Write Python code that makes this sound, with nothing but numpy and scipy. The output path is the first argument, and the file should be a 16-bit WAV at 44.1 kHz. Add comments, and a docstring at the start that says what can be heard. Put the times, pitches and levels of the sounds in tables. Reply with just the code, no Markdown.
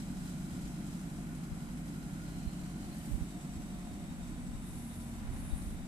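"""In a sandy pit, a backhoe loader digs some thirty metres from a hand-held stereo microphone.
Its four-cylinder diesel engine drones through the muffler, clatters and ticks, slowing as the
digging arm pulls and speeding up as it lets go. The oil that moves the arm hisses and whistles
through valves while its pump whines. A light breeze rumbles and bumps softly on the microphone."""
import sys
import numpy as np
from scipy import signal
from scipy.fft import rfft, irfft
from scipy.io import wavfile
from scipy.ndimage import uniform_filter1d, map_coordinates

SR = 44100
rng = np.random.default_rng(int(sys.argv[2]) if len(sys.argv) > 2 else 0)


def log_audio(samples):
    """Write samples as a 16-bit WAV file to the path given in sys.argv[1]."""
    # one column per channel
    frames = np.atleast_2d(samples).T
    # limit to full scale, then quantise
    limited = np.clip(frames, -1, 1)
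    pcm = np.round(limited * 32767).astype(np.int16)
    wavfile.write(sys.argv[1], SR, pcm)


N = 258867
TIME = np.arange(N) / SR
FREQS = np.arange(N // 2 + 1) * SR / N
LEFT_LAG_S, MIC_SPACING_S = .00023, .00032  # the left side hears later; travel time between the sides


def undb(db):
    """Turn decibels into a number to multiply by."""
    return 10 ** (np.asarray(db) / 20)

def curve(table, at=TIME):
    """Join a table's points with straight lines."""
    return np.interp(at, *np.transpose(table))

def unit(x):
    """Scale to an average strength (rms) of one."""
    return x / np.sqrt(np.mean(x ** 2))

def colour(x, points):
    """Shape a sound's lows and highs by a table, fading beyond its ends; the result has strength one."""
    hz, db = np.transpose(points)
    octave, known = np.log2(FREQS + 1), np.log2(hz)
    outside = np.abs(octave - np.clip(octave, known[0], known[-1]))
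    return unit(irfft(rfft(x) * undb(np.interp(octave, known, db) - 20 * outside), N))

def wander(rate_hz):
    """A smooth random wobble of strength one."""
    return unit(irfft(rfft(rng.standard_normal(N)) * np.exp(-(FREQS / rate_hz) ** 2), N))

def ring(x, hz, width_hz):
    """Make a sound ring around one pitch."""
    return unit(irfft(rfft(x) / (1 + 1j * (FREQS - hz) / width_hz) ** 2, N))

def delayed(x, lag_s):
    """Delay a sound by a time that may keep changing."""
    return map_coordinates(x, [(TIME - lag_s) * SR], order=3, mode="mirror")

def gate(start, end, rise_s, fall_s):
    """Fade from zero to one around the start, and back around the end."""
    return np.clip(np.minimum((TIME - start) / rise_s, (end - TIME) / fall_s) + .5, 0, 1)

def both_sides(cycles):
    """The count of engine firings as it reaches the left and right sides."""
    return np.array([np.interp(TIME - LEFT_LAG_S, TIME, cycles), cycles])

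# Sound that arrives straight; short waves scatter more: (frequency [Hz], share of power [0-1])
STRAIGHT_SHARE = [(200, 0.93), (550, 0.64), (1000, 0.71), (1800, 0), (8000, 0.17)]
def stereo_noise(loudness):
    """Noise that follows a loudness shape: part comes straight, part is scattered by the pit."""
    straight, mid, side = rfft(loudness * rng.standard_normal((3, N)))
    share = curve(STRAIGHT_SHARE, FREQS)
    # both sides hear scattered waves alike only if the waves are longer than the gap between them
    alike = np.sinc(2 * FREQS * MIC_SPACING_S)
    mid, side = mid * np.sqrt((1 + alike) / 2), side * np.sqrt((1 - alike) / 2)
    scattered = np.array([mid + side, mid - side])
    direct = np.array([straight * np.exp(-2j * np.pi * FREQS * LEFT_LAG_S), straight])
    return irfft(np.sqrt(share) * direct + np.sqrt(1 - share) * scattered, N)

def firings(cycles, decay, floor, uneven_db, scatter_db):
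    """A burst at each firing, over a steady floor; cylinders and strokes differ. Decay is in firings."""
    stroke = cycles.astype(int)
    cylinder = np.array([1, -1 / 2, 0, -1])[stroke % 4]
    chance = np.sqrt(3) * rng.uniform(-1.7, 1, stroke[-1] + 1)[stroke]
    size = undb(uneven_db * cylinder + scatter_db * chance)
    return floor + size * np.exp(-(cycles % 1) / decay)

# Pulls of the digging arm, two light and one deep: (start [s], end [s], load [0-1])
ARM_PULLS = [(-1, 2.25, .16), (2.5, 7, .1), (4.0, 5.31, .89)]
def arm_load(bite_s, let_go_s):
    """Load builds as the bucket bites, holds, and drops as it lets go; overlapping pulls add up."""
    return sum(load * np.clip(np.minimum((TIME - start) / bite_s, 1 - (TIME - end) / let_go_s), 0, 1)
               for start, end, load in ARM_PULLS)

# The listening spot moves, so the pit favours other tones: (time [s], shift [0-1])
SPOT_SHIFT = [(0, 0), (2.7, 0.27), (3.3, 0.82), (5.87, 0.54)]
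# The engine's tones; the fan has its own pulley: (pitch [times the firing rate])
TONE_MULTIPLES = [1, 2, 3, 4, 5.24, 6, 12, 22.25]
# Each tone's base strength: (level [dB])
TONE_LEVELS = [-53.5, -62.5, -52, -54, -56, -57, -74, -73.5]
# What full load does to each tone: (change [dB])
TONE_LOADED = [4, 13.5, 4.5, -1, 10, 2, -4.5, -0.5]
# What a full shift of the spot does to each tone: (change [dB])
TONE_SHIFTED = [-1, -7, -7, -4.5, -4.5, -5, 4.5, 2]
def engine_tones(cycles, load, speedup, waver_db, surge_db_per_hz_s):
    """Firings, fan and gears hum; moving air makes them waver, and extra fuel swells the lowest two."""
    out, shift = np.zeros((2, N)), curve(SPOT_SHIFT)
    heard_cycles = both_sides(cycles)
    for multiple, db, loaded_db, shifted_db in zip(TONE_MULTIPLES, TONE_LEVELS, TONE_LOADED, TONE_SHIFTED):
        phase = 2 * np.pi * (multiple * heard_cycles + rng.random())
        phase += 0.082 * np.sqrt(multiple) * wander(2.6)
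        phase += 0.028 * multiple * wander(38)  # small jerks of the shaft roughen high tones most
        effort_db = loaded_db * load + surge_db_per_hz_s * speedup * (multiple <= 2)
        level_db = db + effort_db + shifted_db * shift + waver_db * wander(6.0)
        out += np.sqrt(2) * np.sin(phase) * undb(level_db)
    return out

# The muffler's deep voice: (frequency [Hz], relative level [dB])
MUFFLER_COLOUR = [(60, -11), (120, -15), (142, -11), (170, 0.5), (202, -3.5), (235, -3), (268, -12),
                  (305, -10.5), (350, -15.5), (420, -30), (600, -40.5)]
def exhaust(cycles, load, start_db, fade_db_per_s, loaded_db):
    """Puffs of gas boom in the muffler and run together between the banks of the pit."""
    puffs = firings(cycles, decay=0.43, floor=0.74, uneven_db=0.7, scatter_db=1.0)
    drone = colour(stereo_noise(puffs), MUFFLER_COLOUR)
    drone += muffler_boom(puffs, load, level_db=-0.5, shifted_db=-10, loaded_db=-8.5)
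    # each engine cycle burns the same fuel, so the power is evened out over 0.12 s
    power = uniform_filter1d(np.mean(drone ** 2, axis=0), size=int(0.12 * SR))
    return drone / np.sqrt(power) * undb(start_db - fade_db_per_s * TIME + loaded_db * load)

def muffler_boom(puffs, load, level_db, shifted_db, loaded_db):
    """The muffler's main note throbs as the puffs fall in and out of step with it."""
    note = ring(stereo_noise(puffs), hz=168.9, width_hz=14.8)
    swell = np.abs(signal.hilbert(note.mean(axis=0)))
    held = unit(note / (swell + .7))  # big swells are held back, so the note stays firm
    return held * undb(level_db + shifted_db * curve(SPOT_SHIFT) + loaded_db * load)

# The engine block's rattle: (frequency [Hz], relative level [dB])
BLOCK_COLOUR = [(250, 1), (480, -4), (590, -1.5), (730, 2), (900, -2), (1180, -5), (1420, -4), (1680, -6.5),
                (1950, -6.5), (2400, -8), (3300, -15), (5000, -36), (9000, -23)]
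def clatter(cycles, speedup, level_db, rise_db_per_hz_s):
    """Burning fuel and moving valves rattle the block, harder while extra fuel brings the speed back."""
    knocks = firings(cycles, decay=0.28, floor=10.3, uneven_db=13.5, scatter_db=2.0)
    return colour(stereo_noise(knocks), BLOCK_COLOUR) * undb(level_db + rise_db_per_hz_s * speedup)

# The bright ticking of the fuel injectors and pump: (frequency [Hz], relative level [dB])
SIZZLE_COLOUR = [(1500, -3), (2700, -2.5), (3750, 1), (4700, 0), (6500, 1), (7200, 1.5), (7800, 5.5),
                 (8600, 0.5), (10000, -1), (11400, -4.5), (12400, -7), (14200, -8)]
# How loud that ticking is: (time [s], level [dB])
SIZZLE_LOUDNESS = [(0.7, -57), (1.3, -59.5), (3.1, -58.5), (4.1, -60.5), (5.87, -60.5)]
def injector_sizzle(cycles):
    """Fuel injectors and pump tick with every firing, one injector harder than the rest."""
    ticks = firings(cycles, decay=0.94, floor=3.6, uneven_db=-0.5, scatter_db=5.0)
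    hard_tick = .9 * np.exp(-(cycles % 4) / .5)
    sizzle = colour(stereo_noise(ticks + hard_tick), SIZZLE_COLOUR)
    return sizzle * undb(curve(SIZZLE_LOUDNESS) + .5 * wander(9.2))

def oil_flow(start, end):
    """Oil flows through a valve that snaps open and eases shut."""
    return gate(start, end, rise_s=.035, fall_s=.12)

# The thin hiss of oil in a valve: (frequency [Hz], relative level [dB])
VALVE_COLOUR = [(3000, -44), (7000, -12.5), (8300, -3.5), (9000, -1.5), (10300, -3.5), (11400, -1),
                (12000, -8), (12700, -11), (13300, -22), (14200, -17)]
# A lever opens a valve: (start [s], end [s], level halfway through [dB])
LEVER_STROKES = [(4.62, 5.15, -60.3), (5.318, 5.77, -61.3)]
def valve_hiss(cycles, idle_db, swell_db, flutter_db):
    """Oil always hisses through the valves, pulsing with the pump and swelling with each lever stroke."""
    ripple = firings(cycles, decay=.3, floor=3, uneven_db=3, scatter_db=2)
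    power = undb(idle_db) ** 2
    for start, end, db in LEVER_STROKES:
        lever = np.sin(np.pi * np.clip((TIME - start) / (end - start), 0, 1))
        level_db = db + swell_db * (lever - 1) + flutter_db * wander(22)
        power += (oil_flow(start, end) * undb(level_db)) ** 2
    return colour(stereo_noise(ripple), VALVE_COLOUR) * np.sqrt(power)

# Whistles in the flowing oil, after a ringing band near 1420 Hz in the first three seconds: (start [s], end
# [s], pitch [Hz], width [Hz], level [dB])
WHISTLES = [(-1, 2.95, 1420, 85, -70.5), (1.1, 2.6, 11300, 280, -76.5), (2.25, 3.0, 4230, 190, -69.5),
            (2.2, 3.2, 2980, 200, -74.5), (3.17, 6, 3750, 240, -73), (3.27, 3.74, 7880, 360, -68.5),
            (3.74, 3.93, 8350, 220, -70.5), (3.76, 4.6, 7950, 260, -71.5), (4.25, 5.12, 8930, 110, -70),
            (4.72, 5.03, 10250, 220, -65.5), (5.32, 5.62, 10150, 420, -65.5),
            (5.44, 5.68, 8780, 200, -67.5), (5.54, 5.74, 9550, 260, -67)]
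def whistles(flutter_db):
    """Oil forced through pipes and small holes makes them ring unsteadily while it flows; at first a band near
    1420 Hz rings along."""
    out = np.zeros((2, N))
    for start, end, hz, width_hz, db in WHISTLES:
        whistle = ring(stereo_noise(1), hz, width_hz)
        out += whistle * oil_flow(start, end) * undb(db + flutter_db * wander(14.0))
    return out

# How loud the oil pump's tone is: (time [s], level [dB])
WHINE_LOUDNESS = [(0, -73), (2.3, -73), (2.7, -68.5), (3.3, -66), (4.05, -66), (4.4, -77), (5.87, -79)]
# How loud the tone an octave higher is: (time [s], level [dB])
OCTAVE_LOUDNESS = [(0, -78), (1.6, -78), (2.0, -71.5), (2.85, -73), (3.3, -83), (5.87, -83)]
def pump_whine(cycles, multiple, rough_db):
    """The oil pump, geared to the engine, holds a slightly rough tone and its thin octave."""
    phase = 2 * np.pi * multiple * both_sides(cycles)
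    tone = np.sin(phase) * undb(curve(WHINE_LOUDNESS) + rough_db * wander(22))
    octave = np.sin(2 * phase + .7 * wander(22))
    octave *= undb(curve(OCTAVE_LOUDNESS) + rough_db * wander(22))
    return np.sqrt(2) * (tone + octave)

def pit_echoes(sound, gain, sway_s):
    """Stones and banks send back six faint echoes a side; their delays drift as the hand sways."""
    highs_only = signal.butter(1, 600, "high", fs=SR, output="sos")  # small surfaces return short waves
    out = []
    for side in sound:
        lags_s = rng.uniform(.003, .03, 6)
        echoes = gain * sum(delayed(side, lag + sway_s * wander(0.66)) for lag in lags_s)
        out.append(side + signal.sosfilt(highs_only, echoes))
    return np.array(out)

# Treble that reaches the left side late: (frequency [Hz], share of power [0-1])
LATE_TREBLE = [(1400, 0.01), (1800, 0.02), (2800, 0), (4600, 0.32), (6500, 0.13), (13000, 0.03)]
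# Its delay changes as the microphone turns: (time [s], delay [s])
LATE_DELAY = [(0, .00111), (2.4, .00112), (3.3, .00121), (5.1, .00122), (5.87, .00119)]
def hollow_treble(sound):
    """Some treble from the right reaches the left late and upside down, so the hiss sounds hollow."""
    left, right = sound
    share = curve(LATE_TREBLE, FREQS)
    late = delayed(right, curve(LATE_DELAY))
    left = irfft(rfft(left) * np.sqrt(1 - share) - rfft(late) * np.sqrt(share), N)
    return np.array([left, right])

# The low rumble of wind: (frequency [Hz], relative level [dB])
BREEZE_COLOUR = [(8, -38), (18, -8.5), (45, -8), (80, -9), (120, -15.5), (200, -40), (300, -36)]
# Gusts on top of the steady breeze: (start [s], end [s], level [dB])
BREEZE_GUSTS = [(3.55, 4.803, -57), (5.26, 5.84, -48)]
def breeze(steady_db, ramp_s, flutter_db):
    """Air flutters separately on each side of the microphone and swells in the gusts."""
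    gusts = sum(undb(db) * gate(start, end, ramp_s, ramp_s) for start, end, db in BREEZE_GUSTS)
    rumble = [colour(rng.standard_normal(N), BREEZE_COLOUR) * undb(flutter_db * wander(8.9))
              for _ in range(2)]
    return np.array(rumble) * (undb(steady_db) + gusts)

# The churning inside a whirl of air: (frequency [Hz], relative level [dB])
SWIRL_COLOUR = [(70, -11), (100, 4), (150, -3), (230, -8), (320, -13), (450, -26)]
# The strongest whirls: (time [s], peak [dB], pitch [Hz], swirl fade time [s], side [0 left, 1 right])
AIR_WHIRLS = [(0.646, -35, 52, 0.039, 0), (1.525, -30, 52, 0.053, 0), (2.476, -25, 56, 0.016, 1),
              (3.122, -26.5, 55, 0.055, 1), (3.144, -23.5, 42, 0.037, 1), (3.163, -28.5, 52, 0.03, 1),
              (3.223, -23.5, 54, 0.024, 1), (5.251, -34, 55, 0.02, 1), (5.342, -33, 34, 0.04, 0),
              (5.538, -23, 40, 0.021, 0), (5.672, -35, 50, 0.04, 1), (5.748, -31, 60, 0.051, 1)]
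def wind_bumps(swirl_gain):
    """A whirl of air hits one side of the microphone: one soft push wrapped in finer churning."""
    out, swirl = np.zeros((2, N)), colour(rng.standard_normal(N), SWIRL_COLOUR)
    for at_s, db, hz, fade_s, side in AIR_WHIRLS:
        spread = (np.pi * hz * (TIME - at_s)) ** 2
        bump = (1 - 2 * spread) * np.exp(-spread)
        churn = swirl_gain * swirl * np.exp(-((TIME - at_s) / fade_s) ** 2)
        out[int(side)] += undb(db) * (bump + churn)
    return out

# The broad hiss of rushing oil: (frequency [Hz], relative level [dB])
RUSH_COLOUR = [(600, -20), (2000, 3), (4000, -14), (6000, -23), (8500, 1), (11000, -3), (14200, -6)]
def oil_rush(at_s, swell_s, level_db):
    """A rush of oil swells and fades while the arm swings."""
    swell = np.exp(-((TIME - at_s) / swell_s) ** 2)
    return colour(stereo_noise(1), RUSH_COLOUR) * undb(level_db) * swell

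def scene():
    """The arm's load slows the engine and its pump; the machine echoes in the pit, the wind is close."""
    load = arm_load(bite_s=0.93, let_go_s=0.2375)
    firing_hz = 48 - 3.8 * load
    cycles = np.cumsum(firing_hz) / SR  # firings so far
    # how fast the engine regains speed, in Hz a second, smoothed over half a second
    speedup = uniform_filter1d(np.maximum(np.gradient(firing_hz) * SR, 0), size=int(0.5 * SR))
    engine = (engine_tones(cycles, load, speedup, waver_db=1.64, surge_db_per_hz_s=0.8)
              + exhaust(cycles, load, start_db=-41.1, fade_db_per_s=0.75, loaded_db=-3.5)
              + clatter(cycles, speedup, level_db=-57, rise_db_per_hz_s=0.35)
              + injector_sizzle(cycles))
    hiss = (valve_hiss(cycles, idle_db=-70, swell_db=2.5, flutter_db=1.5)
            + oil_rush(at_s=3.05, swell_s=0.18, level_db=-60))
    hiss *= undb([[1.5], [-1.5]])  # louder on the left
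    oil = hiss + whistles(flutter_db=2.8) + pump_whine(cycles, multiple=15, rough_db=2.2)
    machine = hollow_treble(pit_echoes(engine + oil, gain=.12, sway_s=.00002))
    return machine + breeze(steady_db=-54, ramp_s=0.071, flutter_db=3.0) + wind_bumps(swirl_gain=0.096)

def record(dry):
    """Cut away the highest treble, above 14255 Hz."""
    return signal.sosfilt(signal.ellip(12, .1, 70, 14255, fs=SR, output="sos"), dry)


dry = scene()
out = record(dry)
log_audio(out)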